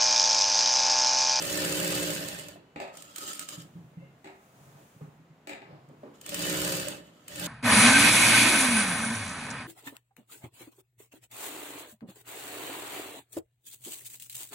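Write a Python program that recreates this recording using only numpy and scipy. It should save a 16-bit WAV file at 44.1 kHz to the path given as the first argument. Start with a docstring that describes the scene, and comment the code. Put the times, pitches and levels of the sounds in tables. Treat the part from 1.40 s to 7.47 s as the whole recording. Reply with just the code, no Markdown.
"""Sewing machine runs

An electric sewing machine on a table in a small room: one long run, a few slow stitches, then two short runs.
The motor drive is a sum of sine waves that hums through the table; the loose linkage is dense, patterned noise.
The needle bar ticks with short bursts of bright noise. Between the runs the presser foot clacks, hands bump
the table and knock the machine (noise and dying sine waves), cloth slides (shaped noise) and something squeaks.
"""
import sys
import numpy as np
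from scipy import signal
from scipy.fft import rfft, irfft, next_fast_len
from scipy.io import wavfile
from scipy.ndimage import uniform_filter1d, map_coordinates

SR = 44100
rng = np.random.default_rng(int(sys.argv[2]) if len(sys.argv) > 2 else 0)


def wav_record(signal):
    """Record a signal, one row per channel, as 16-bit PCM in the file named by sys.argv[1]."""
    frames = np.transpose(np.atleast_2d(signal))
    bounded = np.clip(frames, -1, 1)
    # unit amplitude maps onto the largest positive 16-bit level
    quanta = np.round(bounded * 32767).astype(np.int16)
    wavfile.write(sys.argv[1], SR, quanta)


N = 267687


def amp(db):
    """Decibels to gain."""
    return 10 ** (np.asarray(db) / 20)


def unit(x):
    """Scale x to an rms of 1."""
    return x / np.sqrt(np.mean(x ** 2) + 1e-20)


def along(points, hz):
    """Read a curve of (f/Hz, value) points, with frequency on a log axis."""
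    f, values = np.transpose(points)
    return np.interp(np.log(hz + 1), np.log(f + 1), values)


def wobble(rate):
    """A smooth random curve with a new random value `rate` times a second."""
    return map_coordinates(rng.standard_normal(int(N * rate / SR) + 4), [np.arange(N) * rate / SR])


def filtered(x, response):
    """Change the loudness or timing of each frequency in x."""
    padded = next_fast_len(x.shape[-1] + 8192)
    spectrum = rfft(x, padded) * response(np.fft.rfftfreq(padded, 1 / SR))
    return irfft(spectrum, padded)[..., :x.shape[-1]]


# How alike the left and right sides are: (f/Hz, likeness from 0 to 1)
LIKENESS = [(60, 1), (160, 1), (350, 0.87), (600, 1), (1000, 0.134), (2200, 0.25), (5000, 0.092),
            (15000, 0.26)]


def voiced(pair, spectrum, resonances=()):
    """Colour two unrelated sounds and mix them into a left and right pair of rms 1."""
    def response(hz):
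        turn = np.arccos(np.clip(along(LIKENESS, hz), -1, 1)) / 2
        lift = sum(db / (1 + (2 * (hz - centre) / width) ** 2) for centre, width, db in resonances)
        return amp(along(spectrum, hz) + lift) * [np.cos(turn), np.sin(turn)]
    mid, side = filtered(pair, response)
    return unit(np.array([mid + side, mid - side]))


def noise(spectrum, size=N):
    """Stereo noise of rms 1 with the given spectrum."""
    return voiced(rng.standard_normal((2, size)), spectrum)


def panned(db):
    """Left and right gains; a positive value makes the left louder."""
    return amp(np.array([[.5], [-.5]]) * db)


def add(track, s, sound):
    """Mix a sound into the track at time s, in seconds."""
    part = track[:, max(round(s * SR), 0):][:, :sound.shape[-1]]
    part += sound[..., :part.shape[-1]]


# How long the room takes to fade by 60 dB: (f/Hz, fade time/s)
ROOM_FADE = [(150, 0.34), (600, 0.57), (2500, 0.39), (7000, 0.26), (15000, 0.17)]


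def in_room(x, wet_db):
    """Add a new random room tail in which each frequency dies at its own speed."""
    hz, t, z = signal.stft(rng.standard_normal((2, SR // 2)), SR, nperseg=256)
    fading = z * amp(-60 * t / along(ROOM_FADE, hz)[:, None])
    tail = voiced(signal.istft(fading, SR, nperseg=256)[1], [(1, 0)])  # a flat spectrum
    tail = tail * (1 - np.exp(-np.arange(tail.shape[1]) / SR / 0.0063))
    wet = signal.fftconvolve(x, tail / np.linalg.norm(tail[0]), axes=1)
    return x + amp(wet_db) * wet[:, :x.shape[1]]


def ramp(start, full, release, stop):
    """An effort that rises evenly, holds, and runs down evenly, within 0 to 1."""
    t = np.arange(N) / SR
    return np.clip(np.minimum((t - start) / (full - start), (stop - t) / (stop - release)), 0, 1)


def arch(middle, length):
    """A smooth swell from nothing to 1 and back."""
    return np.cos(np.pi * np.clip((np.arange(N) / SR - middle) / length, -.5, .5)) ** 2


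# The spectrum of the room's faint rush: (f/Hz, relative level/dB)
AIR_TONE = [(15, -51.5), (25, -21), (169, 1.5), (469, -7), (537, -7.5), (945, -10), (2630, -19),
            (5580, -31), (7100, -28), (8580, -36.5), (15500, -37)]


def room_rush():
    """Steady shaped noise stands for the faint rush of the room."""
    return amp(-61.0) * noise(AIR_TONE)


# Runs of the motor: (pedal down t/s, up to speed t/s, pedal up t/s, at rest t/s,
#                     top effort 0-1, speed/turns per s, one needle stroke t/s)
RUNS = [(-0.42, 0.193, 0.57, 1.2, 0.99, 13.28, 0.324), (4.821, 5.048, 5.326, 5.625, 0.95, 13.36, 5.096),
        (5.856, 6.12, 6.3, 6.6, 0.99, 13.4, 6.03)]


def motor_effort():
    """The motor's effort rises after the pedal goes down and falls after it comes up."""
    return sum(top * ramp(*times) for *times, top, _, _ in RUNS)


SAG_TURNS_PER_S = 0.3  # how much slower the drive turns at no effort
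DROOP_TURNS_PER_S2 = 0.3  # the cloth drags the speed down, for up to 1 s after full speed


def shaft_turns(effort):
    """Turns made so far: each run has its own speed, which sags with low effort and with time."""
    t, speed = np.arange(N) / SR, np.zeros(N)
    for start, full, *_, rate, _ in RUNS:
        run_speed = rate - DROOP_TURNS_PER_S2 * np.clip(t - full, 0, 1)
        speed = np.where(t >= start, run_speed, speed)
    return np.cumsum(speed - SAG_TURNS_PER_S * (1 - effort)) / SR


RING_ON_S = 0.057  # time constant with which machine and room ring on


def driven(effort, db, power, tail_db):
    """The gain of a part that grows as a power of the effort and rings on after it."""
    energy, keep = effort ** (2 * power), np.exp(-1 / (RING_ON_S * SR))
    ringing = signal.lfilter([1 - keep], [1, -keep], energy)
    return amp(db) * np.sqrt(energy + amp(tail_db) ** 2 * ringing)


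# Low and high vibration of the drive: (multiple of the turn rate, relative level/dB, left minus right/dB)
LOW_HUM = [(5, -19.5, -3), (10, -10, 18), (12, -8.5, 3), (13, 1.5, -2), (14, -6.5, 0.5), (15, -20.5, 9),
           (23, 4, -6.5)]
HIGH_HUM = [(28, 0, 0.5), (33, -11.5, -20), (37, -8, -1.5), (40, -11.5, -4.5), (41, 1.5, -2),
            (43, -11, -13), (46, -11.5, 14.5), (51, -14, -3.5)]
HUM_LAG_S = 0.029  # the high hum follows the effort this much later


def hum(turns, effort):
    """Unbalanced parts shake the table at multiples of the turn rate; high ones grow more steeply with effort."""
    t = np.arange(N) / SR
    late_effort = np.interp(t - HUM_LAG_S, t, effort)
    low = driven(effort, db=-43.5, power=1.7, tail_db=-4.5)
    high = driven(late_effort, db=-40, power=2.9, tail_db=-18.5)
    out = np.zeros((2, N))
    for level, orders in ((low, LOW_HUM), (high, HIGH_HUM)):
        for order, db, pan_db in orders:
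            # both pitch and loudness are a little unsteady
            phase = 2 * np.pi * (order * turns + rng.random()) + 0.3 * wobble(14)
            out += panned(pan_db) * level * amp(db + 0.59 * wobble(22)) * np.sin(phase)
    return out


# Wave counts that make up the pattern of joint strikes: (waves per turn)
CHATTER_ORDERS = (3, 5, 7, 8, 10)


def chatter(turns):
    """The joints strike in the same pattern in every turn."""
    return unit(sum(np.cos(2 * np.pi * (order * turns + rng.random())) for order in CHATTER_ORDERS))


def contacts(pattern, swing_db, density, grain):
    """Noise and random tiny impacts (density per second) grow louder and softer with the pattern of the turn."""
    sparse = (rng.random(N) < density / SR) * rng.standard_normal((2, N))
    return amp(swing_db * pattern) * (rng.standard_normal((2, N)) + grain * unit(sparse))


def patches(x, depth_db, size=5):
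    """The energy is shared among the frequencies anew all the time, so the colour flickers."""
    z = signal.stft(x, nperseg=1024)[2]
    over_hz = uniform_filter1d(rng.standard_normal(z.shape[1:]), size, 0)
    field = uniform_filter1d(over_hz, 3, 1)  # smoothed over time too
    return unit(signal.istft(z * amp(depth_db * unit(field)), nperseg=1024)[1][:, :N])


def near_walls(x, echo_db, spread, count=8):
    """Table top, casting and walls send a few early copies to each side, combing the spectrum."""
    out = x.copy()
    for side in range(2):
        delays = rng.uniform(.001, spread, count)  # seconds
        for delay, sign in zip(delays, rng.choice([-1, 1], count)):
            out[side] += sign * amp(echo_db) * np.pad(x[side], (round(delay * SR), 0))[:N]
    return out / np.sqrt(1 + count * amp(echo_db) ** 2)


# Spectra of the steel rattle, the casting and the drumming table: (f/Hz, relative level/dB)
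RATTLE_TONE = [(2500, -34), (4000, -3), (5000, 1), (5900, -4), (7300, 3.5), (8800, -6), (9900, -6.5),
               (11200, -5.5), (13500, -7), (15000, -3), (16000, -21.5)]
CASTING_TONE = [(400, -17.5), (750, -3), (1100, -4), (1700, 1), (2200, -2.5), (3000, -1), (4300, -4),
                (5500, -25.5), (9000, -32)]
TABLE_TONE = [(25, -23), (52, -16), (68, -4.5), (100, -2.5), (140, -1.5), (180, 6.5), (230, -7.5),
              (300, -10.5), (480, -6.5), (580, 4.5), (720, -11.5), (1100, -22), (3000, -65.5)]
# Resonances of the machine bed: (f/Hz, width/Hz, lift/dB)
BED_RESONANCES = [(170.4, 8.3, -1.5), (293.7, 37, 16.5), (390, 40, 6.5), (600, 36, 3), (640, 65, 0.5)]


def linkage(turns, effort, resonances, rattle_db, casting_db, table_db, uneven_db):
    """The loose linkage rattles, rings the casting and drums on the table, with an uneven level."""
    rattle = driven(effort, rattle_db, power=1.286, tail_db=-25)
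    casting = driven(effort, casting_db, power=1.124, tail_db=-12)
    # at speed most of the table's motion goes into the hum, so its drumming grows more slowly
    drumming = driven(effort, table_db, power=0.85, tail_db=-4)
    pattern = chatter(turns)
    steel_hits = contacts(pattern, swing_db=0.95, density=1800, grain=0.82)
    body_hits = contacts(pattern, swing_db=0.85, density=600, grain=0.58)
    wood_hits = contacts(pattern, swing_db=1.0, density=220, grain=0.34)
    steel = rattle * patches(voiced(steel_hits, RATTLE_TONE, resonances), depth_db=2.5)
    body = casting * patches(voiced(body_hits, CASTING_TONE, resonances), depth_db=2.5)
    wood = drumming * voiced(wood_hits, TABLE_TONE, BED_RESONANCES + resonances)
    return amp(uneven_db * wobble(35)) * (near_walls(steel + body, echo_db=-17.5, spread=.02) + wood)


# Ringing metal in the fast runs: (f/Hz, width/Hz, lift/dB)
FAST_RESONANCES = [(995, 30, 1.5), (1460, 46, 5), (1802, 36, 8), (2020, 20, -0.5), (2630, 81, 7.5),
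                   (2972, 34, 12), (3400, 77, 3.5), (4540, 95, 6.5), (5213, 40, 2), (7270, 26, -8.5),
                   (8660, 120, 3.5), (8850, 150, 9.5)]


def fast_linkage(turns, effort):
    """The motor drives the linkage at speed, so the rattle is fairly even."""
    return linkage(turns, effort, FAST_RESONANCES,
                   rattle_db=-35, casting_db=-35.5, table_db=-40.5, uneven_db=0.27)


# Needle bar ticks in every turn at speed: (share of the turn, relative level/dB at full effort)
STROKE = [(0.0, -20.5), (0.39, -25.5), (0.6, -24)]
STROKE_SCATTER_DB = 2
STROKE_MIN_EFFORT = 0.66  # the regular ticks need more effort than this


def stroke_ticks(turns, effort):
    """In a fast run the needle bar ticks at the same places in every turn: (t/s, level/dB, left minus right/dB)."""
    t, rows = np.arange(N) / SR, []
    for start, _, _, stop, *_, stroke_s in RUNS:
        fast = (t > start) & (t < stop) & (effort > STROKE_MIN_EFFORT)
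        angle = turns - np.interp(stroke_s, t, turns)
        for share, db in STROKE:
            passes = np.flatnonzero((np.diff(np.floor(angle - share)) > 0) & fast[1:])
            for i in passes:
                level = db + 20 * np.log10(effort[i]) + rng.normal(0, STROKE_SCATTER_DB)
                rows.append((t[i], level, 0))
    return rows


# Single ticks as the slow linkage takes up its play: (t/s, relative level/dB, left minus right/dB)
SLOW_TICKS = [(0.8844, -29, -8), (0.945, -37, -11), (0.9866, -34, -8), (0.995, -35, -9), (1.0837, -33, -1),
              (1.5703, -34, 0), (1.6217, -34, -2), (1.7595, -26.5, -3), (1.7818, -25.5, 0),
              (1.8761, -30.5, 2), (1.931, -28.5, 0), (1.9485, -33.5, -5), (1.9928, -25, -1.5),
              (2.0868, -26, -3), (2.2193, -41.5, 2), (4.487, -59, 0), (4.8121, -37.5, 5), (4.8615, -29, 0),
              (4.8911, -25.5, 1), (4.9432, -21, 4), (5.4829, -24, -1), (5.8799, -31, 1), (5.9575, -31, 2),
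              (5.9954, -26.5, -3)]
# The spectrum of a tick: (f/Hz, relative level/dB)
TICK_TONE = [(300, -35.5), (1200, -6.5), (3000, -4), (5500, -7.5), (7200, 0.5), (8000, -2), (8700, 5.5),
             (9900, -16), (11000, -6), (13000, -13), (15000, -2), (16500, -22.5)]


def ticks(turns, effort):
    """Steel meets steel: a few milliseconds of bright noise, with a room tail."""
    out, t = np.zeros((2, N)), np.arange(SR // 20) / SR
    for s, db, pan_db in SLOW_TICKS + stroke_ticks(turns, effort):
        shape = (1 - np.exp(-t / 0.0008)) * amp(-60 * np.maximum(t - .0025, 0) / 0.025)
        add(out, s, amp(db - 6.5) * panned(pan_db) * shape * noise(TICK_TONE, size=len(t)))
    return in_room(out, wet_db=-6)


# Light knocks on the machine bed: (t/s, relative level/dB, ringing f/Hz, time to fade 60 dB/s)
KNOCKS = [(1.157, -43, 680, 0.058), (1.782, -50, 375, 0.062), (1.83, -45, 400, 0.092),
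          (1.877, -46.5, 377, 0.08), (2.133, -48.5, 597, 0.19), (2.620, -50, 544, 0.16),
          (2.85, -49, 326, 0.13), (3.609, -36.5, 475, 0.021), (4.306, -43.5, 550, 0.038),
          (4.496, -44.5, 542, .04), (4.632, -33.5, 594, 0.049), (4.921, -37.5, 569, 0.21),
          (5.469, -32, 581, 0.11)]
# The spectrum of the dull tap: (f/Hz, relative level/dB)
KNOCK_TONE = [(30, -40), (100, -16), (330, 3), (700, -10), (1100, -13), (2200, -26.5), (6000, -41),
              (15000, -61)]


def knocks():
    """A dull tap of noise with one short ring of the bed."""
    out, t = np.zeros((2, N)), np.arange(SR // 2) / SR
    for s, db, hz, fade_s in KNOCKS:
        ring = amp(3 - 60 * t / fade_s) * np.sin(2 * np.pi * hz * t)
        tap = amp(-6.5 - 60 * t / 0.054) * noise(KNOCK_TONE, size=len(t))
        onset = 1 - np.exp(-t / 0.0025)
        add(out, s, amp(db) * (onset * ring + in_room(onset * tap, wet_db=3.5)))
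    return out


# The presser foot and its lever: (t/s, relative level/dB, brightness/dB per tenfold frequency)
CLACKS = [(1.359, -31.5, -4.5), (1.4, -30, 5), (1.418, -38.5, 6), (1.428, -43, 3), (1.476, -46, 10),
          (2.843, -43, 8), (2.855, -42, 0.5), (2.871, -41.5, 2.5), (4.071, -34, 12.5), (4.092, -33.5, 11),
          (4.112, -37.5, -9), (4.131, -39, 6), (4.217, -41.5, -4)]
# The spectrum of the lever's crack: (f/Hz, relative level/dB)
LEVER_TONE = [(30, -50), (90, -24), (170, -5), (350, -9), (850, -2), (1050, -17.5), (1450, -14.5),
              (1850, -5.5), (2600, -9), (3200, -22), (3600, -16), (4600, -21.5), (5800, -33), (7500, -22.5),
              (9800, -39.5), (15000, -39)]
# Ringing modes of the machine head: (f/Hz, relative level/dB, time to fade 60 dB/s)
HEAD_MODES = [(296.7, 0.5, 0.18), (386, -3, 0.44), (466, -38, 0.37), (550, -4.5, 0.4), (657, -3, 0.22),
              (816, 1.5, 0.16), (855, -17, 0.64), (1268.5, -11.5, 1), (1850, -16, 0.2), (2410, -6.5, 0.15),
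              (2510, -7, 0.12), (2695, -21, 0.26), (3680, -14, 0.17)]


def clacks():
    """The presser foot snaps against its stop and bounces; the whole head rings."""
    out, t = np.zeros((2, N)), np.arange(SR // 2) / SR
    for s, db, bright_db in CLACKS:
        tone = [(hz, level + bright_db * np.log10(hz / 1000)) for hz, level in LEVER_TONE]
        # the foot chatters on its stop for a moment before it lets go
        crack = amp(-2.0 - 60 * np.maximum(t - .003, 0) / 0.018) * noise(tone, size=len(t))
        ring = np.zeros((2, len(t)))
        for hz, level, fade_s in HEAD_MODES:
            # each mode has its own strength and reaches the two sides a little out of step
            fade = amp(level + rng.normal(0, 1.93) - 60 * t / fade_s)
            ring += fade * np.sin(2 * np.pi * (hz * t + rng.random()) + rng.normal(0, 0.39, (2, 1)))
        onset = 1 - np.exp(-t / 0.002)
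        add(out, s, amp(db) * (in_room(onset * crack, wet_db=1.5) + amp(-12) * onset * ring))
    return out


# The wheel is eased round slowly: (starts t/s, moving t/s, let go t/s, at rest t/s, effort level/dB)
INCHES = [(1.52, 1.54, 1.62, 2.13, -19.5), (1.732, 1.817, 1.914, 2.187, -10), (2.077, 2.1, 2.084, 2.3, -12),
          (4.73, 4.748, 4.82, 8.1, -26), (5.497, 5.58, 5.6, 5.75, -36)]
# Ringing metal in the slow stitches: (f/Hz, width/Hz, lift/dB)
SLOW_RESONANCES = [(319, 140, 10.5), (554, 85, 7), (1305, 190, 18), (1790, 48, 7), (3110, 820, 11),
                   (3830, 47, 8.5), (5040, 44, 7), (6200, 56, 7), (6800, 52, 12), (7400, 300, 2),
                   (8400, 206, 10)]


def slow_linkage(turns):
    """The wheel is eased round, and the linkage rattles much more unevenly than at speed."""
    easing = sum(amp(db) * ramp(*times) for *times, db in INCHES)
    return linkage(turns, easing, SLOW_RESONANCES,
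                   rattle_db=-32.0, casting_db=-36.5, table_db=-47, uneven_db=2.28)


# Slides of cloth and hand: (middle t/s, length/s, relative hiss level/dB, relative rub level/dB)
SLIDES = [(2.302, 0.9, -73.5, -60), (2.754, 0.57, -81.5, -62), (3.334, 1.3, -67, -68.5),
          (3.28, 0.52, -90, -55.5), (4.334, 0.36, -85, -52), (4.653, 0.68, -79, -55.5)]
# Spectra of the hiss and the rub: (f/Hz, relative level/dB)
CLOTH_HISS = [(1200, 4.5), (3300, -3.5), (5000, -6.5), (6800, 0.5), (8200, -2.5), (12000, -7),
              (15200, -2.5)]
CLOTH_RUB = [(35, -63), (60, -42), (139, 1), (263, -27), (308, -8.5), (330, -21), (702, -14.5), (1980, -32),
             (4000, -37), (5200, -37), (8800, -120)]


def cloth():
    """Cloth and hand slide over the smooth table top: an even hiss and a more uneven rub."""
    hiss = sum(amp(db) * arch(middle, length) for middle, length, db, _ in SLIDES)
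    rub = sum(amp(db) * arch(middle, length) for middle, length, _, db in SLIDES)
    hissing = hiss * amp(5 + 0.8 * wobble(25)) * noise(CLOTH_HISS)
    rubbing = rub * amp(-4 + 3.0 * wobble(18)) * noise(CLOTH_RUB)
    return hissing + rubbing


# Soft bumps on the table: (t/s, relative level/dB, pitch factor)
BUMPS = [(2.173, -31.5, 1.02), (2.242, -39.5, 1.1), (2.349, -32.5, 1.04), (2.383, -36, 1.06),
         (2.439, -39.5, 1.0), (2.567, -33.5, 1.02), (2.603, -42, 1.05), (3.204, -44, 0.95),
         (3.261, -49, 0.89), (3.557, -46, 0.96), (3.612, -33.5, 1.0), (3.673, -39.5, 1.0),
         (3.789, -47, 1.02), (3.898, -45, 1.02), (4.322, -44, 0.9), (4.481, -43.5, 0.92), (4.573, -53, 0.9)]
# Low modes of the table top: (f/Hz before the pitch factor, relative level/dB, time to fade 60 dB/s)
BOARD_MODES = [(128.2, -14, 0.29), (156.2, 0.5, 0.13), (210, -16, 0.061), (281.5, -15.5, 0.11),
               (377, -28.5, 0.13)]


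def bumps():
    """Soft blows wake only the low modes of the table top; the hand's weight shifts their pitch."""
    out, t = np.zeros((2, N)), np.arange(SR // 2) / SR
    for s, db, pitch in BUMPS:
        ring = np.zeros(len(t))
        for hz, level, fade_s in BOARD_MODES:
            fade = amp(level + rng.normal(0, 1.6) - 60 * t / fade_s)
            ring += fade * np.sin(2 * np.pi * hz * pitch * rng.normal(1, 0.021) * t)
        swell = (1 - np.exp(-t / .004)) ** 3
        add(out, s, in_room(amp(db + 2) * panned(-.7) * ring * swell, wet_db=-8.5))
    return out


# The faint squeak: (middle t/s, length/s, level/dB)
SQUEAK = (2.647, 0.28, -66.5)
# Its notes: (f/Hz, relative level/dB)
SQUEAK_NOTES = [(2110, 2), (2700, -2), (2900, -8)]


def squeak():
    """A dry contact sings faintly on a few wavering notes."""
    t = np.arange(N) / SR
    middle, length, level_db = SQUEAK
    notes = np.zeros((2, N))
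    for hz, db in SQUEAK_NOTES:
        waver = 2.0 * np.array([wobble(45), wobble(42)])  # each side wavers by itself
        notes += amp(db) * np.sin(2 * np.pi * hz * t + waver)
    return amp(level_db) * arch(middle, length) * notes


# Stereo balance of the linkage and the ticks: (f/Hz, left minus right/dB)
LEAN = [(100, -2), (600, -2), (1500, -1.5), (4000, 0), (6000, 2.5), (7400, -3), (8800, -5.5), (10000, -1),
        (12000, 0.5), (15000, 4.5)]
LAG_S = 0.000324  # the left side hears the machine and the handling this much later


def scene():
    """The work lies a little to the right; the hum comes from the whole table, under the room's faint rush."""
    effort = motor_effort()
    turns = shaft_turns(effort)
    background = room_rush() + hum(turns, effort)
    stitching = fast_linkage(turns, effort) + ticks(turns, effort) + slow_linkage(turns)
    handling = knocks() + clacks() + cloth() + bumps() + squeak()
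    machine = filtered(stitching, lambda hz: panned(along(LEAN, hz)))
    # half the lag delays the left, the other half brings the right forward
    placed = filtered(machine + handling, lambda hz: np.exp(1j * np.pi * hz * LAG_S * np.array([[-1], [1]])))
    return placed + background


TOP_HZ = 15700  # upper band limit


def record(dry):
    """The microphone loses the deepest bass, and a very steep filter cuts what lies above the band limit."""
    thin = signal.sosfilt(signal.butter(2, 55, "highpass", fs=SR, output="sos"), dry)
    return filtered(thin, lambda hz: 1 / np.sqrt(1 + (hz / TOP_HZ) ** 160))


dry = scene()
out = record(dry)
wav_record(out)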